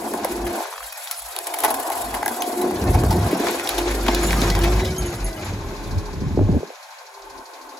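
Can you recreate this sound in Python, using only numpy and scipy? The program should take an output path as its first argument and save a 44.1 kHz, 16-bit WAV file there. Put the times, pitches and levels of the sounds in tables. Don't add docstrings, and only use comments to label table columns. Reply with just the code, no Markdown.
import sys
import numpy as np
from scipy import signal
from scipy.fft import rfft, irfft, next_fast_len
from scipy.io import wavfile
from scipy.ndimage import uniform_filter1d, map_coordinates

SR = 44100
rng = np.random.default_rng(int(sys.argv[2]) if len(sys.argv) > 2 else 0)


def materialize(psi):
    bounded = np.clip(np.atleast_2d(psi).T, -1, 1)
    quanta = np.round(bounded * 32767).astype(np.int16)
    wavfile.write(sys.argv[1], SR, quanta)


N = 343738

# t/s, engine roar/dB, packer grind/dB, bright rattle/dB
WORKLOAD = [(0.0, -30, -40.5, -41.5), (0.48, -32, -38.5, -37.5), (0.6, -28.5, -38, -39),
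            (0.69, -38.5, -39.5, -40.5), (0.86, -43.5, -37, -37.5), (1.11, -45.5, -37.5, -37),
            (1.42, -39.5, -40, -36.5), (1.71, -28.5, -36.5, -33), (2.26, -29.5, -37, -37),
            (2.84, -31, -37, -37.5), (3.54, -30, -31.5, -36), (4.04, -35, -32, -39), (4.4, -32, -26.5, -34),
            (4.68, -29.5, -31.5, -40.5), (5.01, -39, -35.5, -40.5), (5.6, -41.5, -38, -51),
            (5.88, -38.5, -37.5, -48.5), (6.18, -43, -40.5, -55), (6.85, -48, -41, -55),
            (7.3, -42.5, -43.5, -53.5), (7.79, -40.5, -43.5, -52.5)]


def amp(db):
    return 10 ** (np.asarray(db) / 20)


def unit(x):
    return x / np.sqrt(np.mean(x ** 2) + 1e-20)


def along(points, hz):
    f, values = np.transpose(points)
    return np.interp(np.log(hz + 1), np.log(f + 1), values)


def curves(rows):
    times, *columns = np.transpose(rows)
    return [np.interp(np.arange(N) / SR, times, column) for column in columns]


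def wobble(rate):
    return map_coordinates(rng.standard_normal(int(N * rate / SR) + 4), [np.arange(N) * rate / SR])


def filtered(x, response):
    size = next_fast_len(N + SR // 4)
    return irfft(rfft(x, size) * response(np.fft.rfftfreq(size, 1 / SR)), size)[..., :N]


def rush(spectrum):
    # f/Hz, correlation
    likeness = [(100, 1), (400, 1), (900, 0.65), (2000, 0.21), (4500, 0.15), (6500, 0.56), (9000, 1),
                (14000, 1)]
    def mid_side(hz):
        width = np.arccos(np.clip(along(likeness, hz), -1, 1)) / 2
        return amp(along(spectrum, hz)) * [np.cos(width), np.sin(width)]
    mid, side = filtered(rng.standard_normal((2, N)), mid_side)
    return unit(np.array([mid + side, mid - side]))


def attack(t, rise):
    return 1 - np.exp(-t / rise)


def ring(modes, t, spread_db):
    return sum(amp(db + rng.normal(0, spread_db) - 60 * t / t60)
               * np.sin(2 * np.pi * hz * rng.normal(1, 0.0068) * t) for hz, db, t60 in modes)


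def swells(rows, rise, growth, fall, rest_db):
    t = np.arange(N) / SR
    gain = amp(rest_db)
    for s, hold, db in rows:
        held_db = db + growth * np.clip(t - s, 0, hold)
        gain = gain + amp(held_db + rise * np.minimum(t - s, 0) - fall * np.maximum(t - s - hold, 0))
    return gain


def add(track, s, sound):
    part = track[..., round(s * SR):][..., :sound.shape[-1]]
    part += sound[..., :part.shape[-1]]


def crankshaft():
    # t/s, speed/(turns/s)
    revs = [(0, 16.56), (2.2, 16.56), (2.4, 17.1), (3.1, 17.1), (3.3, 16.56), (4.3, 16.56), (4.68, 16.4),
            (4.76, 17.6), (4.98, 17.6), (5.1, 16.5), (5.3, 15.6), (5.47, 14.3), (5.66, 12.75), (5.9, 13.85),
            (6.35, 12.85), (7.79, 12.65)]
    speed = uniform_filter1d(curves(revs)[0], size=SR // 16, mode="nearest")
    return np.cumsum(speed) / SR - .986, np.clip((speed - 13.5) / 1.4, 0, 1)


def hum(cycles_per_turn=31):
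    # t/s, level/dB
    fader = [(0, -55.5), (3.7, -43), (4.5, -45), (4.9, -58), (5.4, -56), (5.58, -36), (5.7, -38.5),
             (5.9, -45), (6.1, -37), (6.3, -41), (6.6, -44), (6.72, -58), (7.1, -49), (7.4, -47),
             (7.45, -59), (7.79, -58)]
    turns, _ = crankshaft()
    gain = amp(curves(fader)[0] + 1.4 * wobble(18))
    return gain * np.sin(2 * np.pi * cycles_per_turn * turns + .5 * wobble(10))


def wind_buffet():
    # t/s at full strength, hold/s, level/dB
    gusts = [(0, 0.46, -54.5), (.46, 0.045, -36), (1.4, 0.12, -73), (1.67, 0.16, -56), (2.04, 0.26, -46),
             (2.3, 0.43, -60), (2.87, 0.039, -29), (2.94, 0.17, -17.5), (3.15, 0.12, -21.5),
             (3.36, 0.36, -48.5), (3.82, 0.26, -40), (4.21, 0.54, -30.5), (4.84, 0.25, -26.5),
             (5.42, 0.29, -32.5), (5.95, 0.037, -23.5), (6.2, 0.08, -25.5), (6.39, 0.046, -20.5),
             (6.49, 0.072, -19.5), (7.38, 0.017, -53)]
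    # f/Hz, level/dB
    colour = [(25, -49), (45, -1.5), (68, 1), (93, 5), (125, -3), (220, -11), (500, -34), (1500, -120)]
    gain = swells(gusts, rise=143, growth=.5, fall=650, rest_db=-105)
    return gain * unit(rush(colour) * amp(wobble(30)))


def wind_slaps():
    # t/s, level/dB, f/Hz
    slaps = [(0.119, -17, 398), (0.144, -12.5, 350), (0.251, -8.5, 550), (0.549, -25, 570),
             (0.557, -21, 330), (0.579, -21, 686), (0.606, -13, 684), (0.635, -21, 880), (0.655, -19, 1050),
             (0.727, -21, 1050), (0.738, -19, 1000), (0.76, -22, 1300), (0.78, -19.5, 1120),
             (0.806, -19, 1150), (0.829, -21, 1500), (1.646, -9, 677), (2.477, -14.5, 356),
             (2.636, -13.5, 314), (2.71, -12.5, 736), (2.93, -13, 110), (2.847, -19, 335),
             (3.039, -10.5, 338), (3.33, -5, 304), (3.113, -19, 149), (3.403, -8.5, 302),
             (3.437, -11.5, 755), (3.446, -10, 410), (3.49, -13, 453), (3.497, -18, 790),
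             (3.545, -13.5, 520), (3.783, -13.5, 340), (3.983, -16, 328), (4.087, -8, 265),
             (4.42, -8.5, 270), (5.142, -18.5, 117), (5.921, -26, 118), (6.178, -20, 141),
             (6.221, -13.5, 188), (6.261, -17.5, 153), (6.308, -15.5, 209), (6.346, -15.5, 200),
             (6.374, -5.5, 382), (6.382, -11.5, 119), (6.392, -12, 600), (6.411, -10, 333),
             (6.436, -17, 119), (6.487, -13, 433), (6.491, -5, 180), (6.527, -12, 278), (6.546, -15, 328),
             (6.565, -9, 249), (6.586, -29, 400), (6.606, -21, 380), (6.631, -14, 420), (6.703, -24, 543)]
    out, t = np.zeros(N), np.arange(SR // 10) / SR
    for s, db, hz in slaps:
        cycles = hz * t
        sag = 1 + .5 * np.exp(-cycles / 1.34)
        envelope = attack(cycles, .3) * np.exp(-cycles / 2.04)
        add(out, s, amp(db + .35) * envelope * np.sin(2 * np.pi * cycles * sag))
    return out


def rumble():
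    # t/s, level/dB
    fader = [(0, -28), (.3, -25), (.56, -26.5), (.9, -74), (1.2, -70), (1.39, -44), (1.67, -52),
             (1.95, -51), (2.25, -36), (2.75, -19), (3.2, -24), (3.4, -22), (3.7, -34.5), (3.8, -24),
             (4.9, -24.5), (5.05, -32.5), (6.368, -34), (6.378, -16), (6.46, -30), (6.5, -21), (6.578, -20),
             (6.59, -35.5), (6.9, -60), (7.15, -66), (7.4, -46), (7.79, -47)]
    # f/Hz, level/dB
    colour = [(100, -6), (170, -2), (260, -8), (335, -3.5), (363, -3.5), (392, -6), (430, -11), (550, -13),
              (900, -21.5), (2500, -120)]
    # t/s, level/dB
    tone_fader = [(0, -5), (3.6, -5), (3.85, -1.2), (4.95, 1), (5.1, -4.5), (7.79, -2)]
    boom = unit(rush(colour) * amp(1.67 * wobble(35)))
    tone = amp(curves(tone_fader)[0]) * pump(order=1, skew=0)
    return amp(curves(fader)[0] - 2.5) * (boom + tone)


def pump(order, skew, pulses_per_turn=21):
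    turns, load = crankshaft()
    phase = order * (2 * np.pi * pulses_per_turn * turns + .5 * wobble(12)) + [[skew], [-skew]]
    return amp(4.3 * wobble(9) - 3.6 * order * (1 - load)) * np.sin(phase)


def exhaust(order):
    # t/s at full strength, hold/s, level/dB
    surges = [(.34, .01, -39), (.42, 0.037, -30.5), (.84, 0.02, -49), (1.25, 0.018, -46), (2.06, .1, -36.5),
              (2.86, 0.25, -27), (3.76, 0.15, -31), (3.92, 0.87, -24), (5.0, 0.022, -23),
              (5.23, 0.049, -21), (5.48, 0.63, -36.5), (6.25, 0.018, -32), (6.41, 0.1, -30),
              (7.25, .03, -55), (7.37, 0.028, -56), (7.66, .03, -65)]
    turns, _ = crankshaft()
    gain = swells(surges, rise=297, growth=8, fall=348, rest_db=-88) * amp(.71 * wobble(22))
    return gain * np.sin(order * (2 * np.pi * 3 * turns + .83 * wobble(9.1)))


def engine():
    # f/Hz, level/dB
    loaded_colour = [(180, -5), (300, -6.5), (355, -6.5), (544, -11.5), (703, 1), (959, -4), (1060, -4),
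                     (1330, -21.5), (1460, -12), (2500, -40), (3250, -32), (5500, -120)]
    idle_colour = [(260, -22), (450, -30), (640, -8), (750, -5), (810, -9.5), (890, 3), (970, -9.5),
                   (1050, 1.5), (1150, -11), (1300, -16.5), (1580, -8.5), (1810, -65), (2600, -48),
                   (3380, -61), (5720, -120)]
    tick_colour = [(2500, -44), (3600, -4), (4200, 4), (4800, 3), (5400, 0.5), (6400, -0.5), (7500, -9),
                   (12000, -12), (15000, -45)]
    # t/s, level/dB
    tick_fader = [(0, -47.5), (2, -49), (4.8, -41), (5.6, -52.5), (6, -46.5), (6.4, -56.5), (6.8, -53.5),
                  (7.79, -50.5)]
    turns, load = crankshaft()
    roar = np.sqrt(load) * rush(loaded_colour) + np.sqrt(1 - load) * rush(idle_colour)
    throb_db = .77 * np.cos(2 * np.pi * 3 * turns) + 1.65 * wobble(25) + 1.6 * wobble(80)
    roar = unit(roar * amp(throb_db))
    since_tick = (turns + .14) % 1
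    tick = unit(rush(tick_colour) * attack(since_tick, .06) * amp(-45 * since_tick + wobble(13)))
    whine = amp(-6.5) * pump(order=2, skew=.55)
    return amp(curves(WORKLOAD)[0] + .5) * (roar + whine) + amp(curves(tick_fader)[0]) * tick


def debris(count):
    when, pitch, strength, damping = rng.random((count, 4)).T[..., None]
    t = np.arange(SR // 32) / SR
    octaves = 3.4 * pitch
    level_db = -2.2 * np.log(strength + .01) - 2.5 * octaves
    t60 = .032 + .27 * damping
    scraps = amp(level_db - 60 * t / t60) * np.sin(2 * np.pi * 1200 * 2 ** octaves * t)
    samples = (when * N).astype(int) + np.arange(len(t))
    return unit(np.bincount(samples.ravel(), scraps.ravel())[:N])


def grinding():
    # f/Hz, level/dB
    grind_colour = [(590, -2.5), (1000, -3.5), (1300, -9), (1660, -4.5), (1810, -9), (2510, -7),
                    (2860, -14.5), (3990, -11), (5140, -15.5), (7000, -15), (9100, -46), (15400, -120)]
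    rattle_colour = [(2500, -6), (4000, -6.5), (6500, -6), (8000, 2), (11000, 2), (13000, -1),
                     (15500, -9.5), (17000, -42)]
    _, grind_db, rattle_db = curves(WORKLOAD)
    _, load = crankshaft()
    busy = .3 + .7 * load
    grind = unit(rush(grind_colour) * amp(busy * (2.74 * wobble(11) + 1.9 * wobble(60))))
    rattle = unit(rush(rattle_colour) * amp(busy * (2.33 * wobble(15) + 2.9 * wobble(90))))
    return amp(grind_db) * (grind + amp(-6) * busy * debris(count=3000)) + amp(rattle_db) * rattle


def board_clacks():
    # t/s, level/dB
    clacks = [(2.2293, -9), (2.2618, -8), (2.2805, -13)]
    # f/Hz, level/dB, t60/s
    modes = [(840, 1, .03), (1640, -3, 0.025), (1990, -7.5, .02)]
    out, t = np.zeros(N), np.arange(SR // 5) / SR
    for s, db in clacks:
        add(out, s, amp(db - 3) * ring(modes, t, spread_db=2) * attack(t, .00045))
    return out


def glass_chinks():
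    # t/s, level/dB, f/Hz
    chinks = [(4.2308, -22, 10800), (4.9816, -17, 6530), (5.06, -23, 6600), (5.1257, -29, 6550),
              (5.244, -18.5, 10440), (5.4444, -28.5, 7240)]
    # f/Hz, level/dB, t60/s
    glass = [(6500, 2, 0.21), (7000, 0, .1), (10380, 10, 0.15), (11300, 9.5, 0.092)]
    shared_modes = [(hz, db - 13, t60) for hz, db, t60 in glass]
    out, t = np.zeros(N), np.arange(SR // 5) / SR
    for s, db, hz in chinks:
        chink = ring([(hz, 0, .14)] + shared_modes, t, spread_db=1.5)
        add(out, s, amp(db - 9) * chink * attack(t, .00067))
    return out


def metal_pings():
    # t/s, level/dB, f/Hz, t60/s
    pings = [(1.172, -18, 10400, .12), (2.4039, -16.5, 6250, .09), (2.612, -20, 3950, 0.066),
             (4.229, -19, 7050, 0.19), (4.2694, -16, 7080, 0.1), (4.8094, -28, 3880, .4),
             (4.8479, -28, 5100, 0.33), (4.9694, -28.5, 3130, .3)]
    out, t = np.zeros(N), np.arange(SR // 5) / SR
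    for s, db, hz, t60 in pings:
        waver = .6 * wobble(150)[:len(t)]
        envelope = amp(db - 7.5 - 60 * t / t60) * attack(t, .0023)
        add(out, s, envelope * np.sin(2 * np.pi * hz * t + waver))
    return out


def hopper(knocks):
    # f/Hz, width/Hz, level/dB
    modes = [(253, 72, -14), (445, 48, -9), (649, 39, 1.5), (792, 142, 2), (901, 72, 3), (1070, 67, -5.5),
             (1513, 38, -11)]
    def steel(f):
        return sum((-1) ** k * amp(db) * 1j * f * width / (hz * hz - f * f + 1j * f * width)
                   for k, (hz, width, db) in enumerate(modes))
    return filtered(knocks, steel)


def cracks(piece_q=2.2):
    # t/s, level/dB, relative knock/dB, relative sizzle/dB, fade/(dB/ms), f/Hz of the piece
    breaks = [(0.1365, -22.5, 12, 0, 6, 1230), (0.2463, -18, 3.5, 0, 5, 1170),
              (0.4644, -25, -20, -3, 1, 1690), (0.9237, -30.5, -11, 3, 2, 1650),
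              (1.073, -22.5, -8, -10, 5, 3240), (1.1116, -14.5, -13, 0, 6, 4930),
              (1.3637, -20, 3, -2, 8, 3500), (1.388, -35.5, -15, 12, 5, 3000),
              (1.469, -22, -36, 0.5, 3, 2510), (1.538, -24, 6, 3.5, 2, 2220),
              (1.587, -30, -13, 13.5, 4, 3050), (1.603, -27, -15, 6, 3, 2210),
              (1.635, -17, 10.5, 1.5, 1.2, 1140), (1.645, -17, 5.5, -1.5, 0.86, 2000),
              (1.68, -17.5, 8, -8, 8, 1110), (1.703, -25.5, 11, 7.5, 1.5, 1640),
              (1.7413, -33.5, -3, 16, 3, 4000), (1.7993, -32, 6, 15.5, 8, 1570),
              (1.901, -20, 10, -2, 9, 1220), (1.918, -22, -8, -4, 2.5, 1240), (2.14, -24, -2, -2, 1, 1820),
              (2.2283, -19, -3, -5, 12, 1600), (2.2594, -21, -10, 5, 6.5, 6500),
              (2.2798, -20, -16, 5, 17, 1500), (2.421, -14.5, -19, -1.5, 6.5, 2960),
              (2.612, -33, 8, 8, 1, 6000), (2.8392, -28, -9, 5.5, 5, 1230), (2.943, -25, 9, -4, 0.7, 1520),
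              (3.036, -19, 2, -5, 11, 1250), (3.1042, -24, 9.5, -5, 0.7, 4950),
              (3.125, -23.5, -3, -10, 4, 4500), (3.308, -27, -21, -4, -3, 2220),
              (3.398, -24.5, -12, -4, 3, 1510), (3.468, -15, 2, -22, 3, 1270),
              (3.485, -18.5, -9, -25, 4.5, 2610), (3.597, -13.5, -11, -22, 14, 1920),
              (3.673, -16.5, -25, -17, 4, 4000), (3.69, -15, -18, -0.5, 3.5, 3530),
              (3.7791, -17.5, -2, -4, 1, 3420), (4.0635, -18, -17, -16, 2.5, 1610),
              (4.081, -11, 3, -31, 2, 2570), (4.147, -11.5, -17, -11.5, 4, 4000),
              (4.231, -31, 0, 2, -2, 1550), (4.3064, -10.5, -11, -20, 6, 2400),
              (4.33, -11, -9, -29, 7, 1420), (4.417, -13.5, -14, -15, 5, 4120),
              (4.5004, -12, -30, -17, 3, 4300), (4.5508, -12.5, -4, -17, 6, 2500),
              (4.5908, -14.5, -15, -7, 13, 1620), (4.634, -18, -4.5, -9, 0.6, 2200),
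              (4.792, -21.5, -18, -26, 0.7, 2010), (4.845, -25.5, -17, -20, -0.3, 3450),]
    # f/Hz, level/dB
    snap_colour = [(1000, -10), (2000, 10), (7500, -1.5), (9500, -16)]
    sizzle_colour = [(7500, -11), (10000, 1.5), (11500, -1), (15500, -7.5), (17000, -44)]
    snap_gain, sizzle_gain, knock_gain, pieces = np.zeros((4, N))
    t = np.arange(SR // 5) / SR
    for s, db, knock_db, sizzle_db, fade, hz in breaks:
        fade = max(fade, .4)
        decay = amp(-1000 * t * fade) + amp(-18.5 - 250 * t)
        burst = amp(db + 1.5) * decay * attack(t, .003 / fade)
        add(snap_gain, s, burst)
        add(sizzle_gain, s, burst * amp(sizzle_db + 3 - 340 * t))
        add(knock_gain, s, burst * amp(knock_db))
        body = unit(signal.lfilter(*signal.iirpeak(hz, piece_q, SR), rng.standard_normal(len(t))))
        tone = ring([(hz, -14, .025)], t, spread_db=3)
        add(pieces, s, amp(db) * tone + amp(-3) * burst * body)
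    grit = amp(3.4 * wobble(1200))
    snap = amp(-9) * snap_gain * unit(grit * rush(snap_colour))
    sizzle = amp(.5) * sizzle_gain * unit(grit * rush(sizzle_colour))
    knocks = knock_gain * rush([(100, 0), (16000, 0)])
    return pieces + snap + sizzle + amp(15) * hopper(knocks)


def at_ports(x):
    # f/Hz, lead of the left/half cycles
    lead = [(500, 0), (1980, .16), (2670, .7), (4390, -.25), (5680, .2), (6900, 0), (9100, -1), (11400, -2),
            (13600, -3), (15900, -4)]
    shifted = filtered(x, lambda hz: np.exp(.5j * np.pi * np.outer([1, -1], along(lead, hz))))
    return shifted * amp([[.4], [-.4]])


def widen(x):
    # t/s, side against mid/dB
    width = [(0, -20), (.5, -33), (1, -61), (5, -63), (5.6, -17), (6, -7.5), (6.5, -10.5), (7, 1),
             (7.79, -11)]
    side = amp(curves(width)[0]) * np.imag(signal.hilbert(x.mean(axis=0)))
    return x + side * [[1], [-1]]


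def bass_edge(x):
    # t/s, height/octaves above 100 Hz
    sweep = [(0, 1.12), (.58, 1.06), (.64, 1.97), (.76, 2.1), (.8, 2.2), (.9, 2.5), (1.02, 2.5),
             (1.08, 2.5), (1.27, 2.5), (1.36, 1.87), (1.61, 1.5), (1.65, 1.26), (1.9, 1.54), (2.1, 1.07),
             (2.45, 1.3), (2.75, 0.92), (3.3, 0.56), (3.55, 1.2), (3.75, 1.55), (4.15, 0.88), (4.3, 0),
             (6.57, -2), (6.62, 0.3), (6.67, 0.8), (6.7, 1.6), (6.77, 2.5), (6.96, 2.5), (7.05, 2.2),
             (7.2, 1.94), (7.26, 1.57), (7.42, 1.2), (7.46, 1.96), (7.6, 1.5), (7.79, 1.3)]
    hz, t, spectra = signal.stft(x, SR, nperseg=2048, noverlap=1536)
    edge_hz = 100 * 2 ** np.interp(t, *np.transpose(sweep))
    octaves_below = np.clip(np.log2(edge_hz / (hz[:, None] + 1)), 0, 1)
    return signal.istft(spectra * amp(-70 * octaves_below), SR, nperseg=2048, noverlap=1536)[1][:, :N]


def scene():
    truck = at_ports(engine() + grinding() + cracks() + board_clacks() + glass_chinks() + metal_pings())
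    upper = truck + widen(rumble() + wind_slaps()) + hum() + amp(-11.5) * exhaust(order=2)
    low_end = amp(2) * exhaust(order=1) + wind_buffet()
    return bass_edge(upper) + widen(low_end)


def record(dry, top_hz=16200):
    return filtered(dry, lambda hz: 1 / (1 + (hz / top_hz) ** 200))


dry = scene()
out = record(dry)
materialize(out)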